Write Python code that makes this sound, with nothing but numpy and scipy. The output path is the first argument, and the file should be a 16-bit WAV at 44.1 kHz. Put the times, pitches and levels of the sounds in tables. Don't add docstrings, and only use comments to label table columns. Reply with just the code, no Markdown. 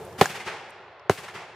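import sys
import numpy as np
from scipy import signal
from scipy.io import wavfile

SR = 44100
rng = np.random.default_rng(int(sys.argv[2]) if len(sys.argv) > 2 else 0)


def master_out(mix):
    frames = np.transpose(np.atleast_2d(mix))
    ceiling = np.clip(frames, -1, 1)
    pcm = np.round(ceiling * 32767).astype(np.int16)
    wavfile.write(sys.argv[1], SR, pcm)


N = 68355
TIME = np.arange(N) / SR


def from_db(db):
    return 10 ** (np.asarray(db) / 20)


def rms_one(x):
    return x / np.sqrt(np.mean(x ** 2) + 1e-20)


def at_hz(points, hz):
    freqs, values = np.transpose(points)
    return np.interp(np.log(hz), np.log(freqs), values)


def pan(db):
    return from_db(np.array([[db], [-db]]) / 2)


def butter(x, hz, kind, order=2):
    return signal.sosfilt(signal.butter(order, hz, kind, fs=SR, output="sos"), x + 1e-18)


def resonate(x, hz, width_hz):
    radius = np.exp(-np.pi * width_hz / SR)
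    feedback = [1, -2 * radius * np.cos(2 * np.pi * hz / SR), radius ** 2]
    return signal.lfilter(np.array([1, 0, -1]) * (1 - radius ** 2) / 2, feedback, x + 1e-18)


def swell(start, rise, t60):
    age = TIME - start
    return np.clip(age / rise, 0, 1) * np.exp(-np.log(1000) * np.maximum(age - rise, 0) / t60)


def grain(hz, width_hz, channels=1):
    white = rng.standard_normal((channels, N))
    return rms_one(resonate(resonate(white, hz, width_hz), hz, width_hz))


# frequency in Hz, correlation.
MIC_CORRELATION = [(60, 0.99), (300, 0.99), (640, 0.97), (1400, 0.93), (3100, 0.68), (6800, 0.36),
                   (15000, 0.061)]
# frequency in Hz, left over right in dB.
FAR_PAN = [(1300, -0.05), (2400, -1), (4400, 2.5), (8000, 4), (15000, 2)]
NEAR_PAN = [(1300, 0.5), (2400, -1), (4400, 2), (8000, 6.5), (15000, 4)]
def noise_bands(spectrum, balance):
    run_in = 9000
    edges = 35 * 2 ** (np.arange(28) / 3)
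    centres = np.sqrt(edges[1:] * edges[:-1])
    white = rng.standard_normal((2, 2, N + run_in))
    bands = []
    for k, hz in enumerate(centres):
        mid, side = butter(white[k % 2], edges[k:k + 2], "band", order=3)[:, run_in:]
        alike = at_hz(MIC_CORRELATION, hz)
        pair = np.sqrt(1 + alike) * mid + np.sqrt(1 - alike) * side * np.array([[1], [-1]])
        bands.append(from_db(at_hz(spectrum, hz)) * pan(at_hz(balance, hz)) * pair)
    bands = np.array(bands)
    return centres, bands / bands.sum(0).std()


def noise(spectrum, balance):
    return noise_bands(spectrum, balance)[1].sum(0)


# frequency in Hz, relative density in dB.
RUMBLE_SPECTRUM = [(40, -21), (100, -4.5), (180, -6.5), (270, -25), (390, -1), (550, -8), (800, -9.5),
                   (1200, -22.5), (2600, -28.5), (6000, -33.5), (15000, -39)]
AIR_SPECTRUM = [(30, -37), (60, -14), (95, 4), (260, -18.5), (430, 4), (1000, 1.5), (2500, -10),
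                (4000, -18), (6000, -39), (15000, -75)]
def rumble_and_air():
    fade_db_per_s, drop_from_s = 27.5, 0.22
    fade = from_db(-39.5 - fade_db_per_s * TIME) / np.hypot(1, (TIME / drop_from_s) ** 8)
    return fade * noise(RUMBLE_SPECTRUM, FAR_PAN) + from_db(-50) * noise(AIR_SPECTRUM, FAR_PAN)


# frequency in Hz, relative density in dB.
HISS_SPECTRUM = [(50, -18), (130, 10.5), (280, 1.5), (700, 5.5), (2500, -1.5), (6000, -9), (15000, -16)]
def hiss():
    return from_db(-32) * swell(start=0.177, rise=0.019, t60=0.25) * noise(HISS_SPECTRUM, FAR_PAN)


# start in seconds, level in dB, centre and width in Hz,
# t60 in seconds, left over right in dB.
NEAR_CLICKS = [(0.0502, -46, 9750, 4000, 0.025, 0), (0.128, -49, 5860, 2500, 0.01, -15.5),
               (0.697, -56, 9200, 5000, 0.017, -5), (0.706, -48, 8800, 4560, 0.01, 3),
               (0.996, -58, 4900, 1943, 0.017, 3)]
def clicks():
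    return sum(from_db(db) * pan(pan_db) * swell(start, 0.00026, t60) * grain(hz, width, channels=2)
               for start, db, hz, width, t60, pan_db in NEAR_CLICKS)


# delay in seconds, level in dB,
# rise and t60 in seconds, treble tilt in dB per octave.
FAR_ECHOES = [(0.02, -41, 0.02, 1.2, 3.5), (0.076, -35, 0.015, 0.2, 1.5), (0.125, -35, 0.018, 0.34, 1),
              (0.185, -39, 0.0031, 0.33, 2.5), (0.235, -35, 0.022, 0.56, 3.5),
              (0.254, -34.5, 0.013, 0.33, -6), (0.289, -41, 0.017, 1.91, 2.5)]
# frequency in Hz, relative density in dB.
ECHO_SPECTRUM = [(40, -39), (70, -16), (110, 0), (180, 1.5), (280, -15), (390, -0.5), (560, -11.5),
                 (800, 0), (1100, -5.5), (1400, -3.5), (2200, -2.5), (4000, -12), (8000, -15), (15000, -22)]
# frequency in Hz, loss in dB per second (negative adds).
TRAVEL_LOSS = [(80, 23.5), (200, 15.5), (400, -6), (1000, -1.5), (2500, 3), (5000, 16.5), (9000, 51),
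               (15000, 94)]
def field_echoes():
    tilt_from_hz, flicker_db, flicker_hz = 2670, 0.67, 330
    centres, bands = noise_bands(ECHO_SPECTRUM, FAR_PAN)
    octaves = np.log2(np.maximum(centres / tilt_from_hz, 1))
    colours = np.array([from_db(db + tilt * octaves) for _, db, _, _, tilt in FAR_ECHOES])
    power = 0
    for start, *_, echo_db in GUNSHOTS:
        arrivals = np.array([swell(start + delay, rise, t60) for delay, _, rise, t60, _ in FAR_ECHOES])
        loss_db = np.outer(at_hz(TRAVEL_LOSS, centres), np.maximum(TIME - start, 0))
        power = power + (colours.T ** 2 @ arrivals ** 2) * from_db(echo_db - loss_db) ** 2
    roll = (bands * np.sqrt(power)[:, None]).sum(0)
    flicker = rms_one(butter(rng.standard_normal(N), flicker_hz, "low"))
    return roll * from_db(flicker_db * flicker)


# start in seconds, level in dB,
# centre and width in Hz.
TRUNK_SLAPS = [(0.31, -42, 2000, 3000), (0.358, -41, 2050, 2825), (0.399, -37, 2080, 590),
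               (0.473, -32.5, 1120, 1850), (0.536, -38.5, 710, 480), (1.174, -41, 1560, 2700),
               (1.278, -39.5, 1150, 1480), (1.349, -46, 950, 1500), (1.415, -39.5, 740, 295)]
def slaps():
    return sum(from_db(db) * swell(start, rise=0.0036, t60=0.14) * grain(hz, width)
               for start, db, hz, width in TRUNK_SLAPS)


# start in seconds, strike level in dB.
CLACK_HITS = [(0.2574, 8.5), (1.1108, -8)]
# frequency and width in Hz, gain in dB.
CLACK_RESONANCES = [(800, 87, 8.5), (1640, 117, 12.5), (2450, 440, -24), (5300, 920, -8), (7000, 160, 1)]
def clacks():
    bounce_s, bounce_db = 0.0009, -22
    hits = np.zeros(N)
    for start, db in CLACK_HITS:
        hits[int(start * SR)] += from_db(db)
        hits[int((start + bounce_s) * SR)] += from_db(db + bounce_db)
    return sum((-1) ** k * from_db(db) * pan(at_hz(NEAR_PAN, hz)) * resonate(hits, hz, width)
               for k, (hz, width, db) in enumerate(CLACK_RESONANCES))


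# frequency in Hz, relative density in dB.
GAS_SPECTRUM = [(60, -18), (300, -32), (700, 2.5), (1200, 1), (2400, 0), (3500, -7), (7000, -14),
                (15000, -27)]
SCATTER_SPECTRUM = [(50, -45), (120, -18.5), (190, -13.5), (270, 8), (400, -0.5), (700, 0.5), (1400, -1),
                    (3000, -8), (7000, -18), (15000, -24)]
# frequency in Hz, t60 in seconds.
SCATTER_DECAY = [(100, 1), (250, 0.1), (500, 0.13), (2000, 0.14), (8000, 0.2)]
def gas_and_scatter():
    centres, bands = noise_bands(SCATTER_SPECTRUM, NEAR_PAN)
    gas = noise(GAS_SPECTRUM, NEAR_PAN)
    sound = 0
    for start, *_, gas_db, gas_t60, scatter_db, _ in GUNSHOTS:
        crack = gas * swell(start, rise=0.0007, t60=gas_t60)
        scatter = sum(band * swell(start, rise=0.01, t60=at_hz(SCATTER_DECAY, hz))
                      for hz, band in zip(centres, bands))
        sound = sound + from_db(gas_db) * crack + from_db(scatter_db) * scatter
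    return sound


def shock(start, length_ms):
    age = np.maximum(TIME - start, 0)
    progress = age * 1000 / length_ms
    return np.minimum(age * SR, 1) * (1 - progress) * np.exp(-progress)


# start in seconds, pulse level in dB, pulse length in ms, rebound
# delay in seconds, gas level in dB, gas t60 in seconds, scatter level in dB, echo gain in dB.
GUNSHOTS = [(0.2118, 7.5, 0.33, 0.00312, -7.5, 0.031, -20, 1.5),
            (1.096, 2.5, 0.37, 0.001137, -16, 0.022, -28.5, -3.5)]
# frequency and width in Hz, gain in dB for shots one and two.
MIC_RESONANCES = [(98.5, 31.7, 6.5, 19), (173, 55, 12, 13), (395.7, 64, 15.5, 14), (626, 110, 13.5, 11),
                  (774, 101, 15, 14.5), (1019, 101, 14.5, 10), (1594, 223, 5, 7.5), (2450, 300, 5.5, -5.5)]
def blasts():
    ringing = snap = 0
    for shot, (start, db, length_ms, rebound_s, *_) in enumerate(GUNSHOTS):
        rebound = from_db(-8) * shock(start + rebound_s, length_ms)
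        pulse = from_db(db) * (shock(start, length_ms) - rebound)
        snap = snap + resonate(pulse, hz=5300, width_hz=6700)
        for k, (hz, width, *mode_db) in enumerate(MIC_RESONANCES):
            ringing = ringing + (-1) ** k * from_db(mode_db[shot]) * resonate(pulse, hz, width)
    return butter(ringing, hz=25, kind="high") + from_db(-13) * pan(db=10) * snap


def scene():
    gunfire = blasts() + gas_and_scatter() + field_echoes() + slaps() + clacks()
    return gunfire + clicks() + hiss() + rumble_and_air()


def record(dry):
    ceiling, low_cut_hz, high_cut_hz = 0.76, 51, 16400
    overloaded = ceiling * np.tanh(dry / ceiling)
    high_cut = signal.cheby2(14, 70, high_cut_hz, fs=SR, output="sos")
    return signal.sosfilt(high_cut, butter(overloaded, low_cut_hz, "high"))


dry = scene()
out = record(dry)
master_out(out)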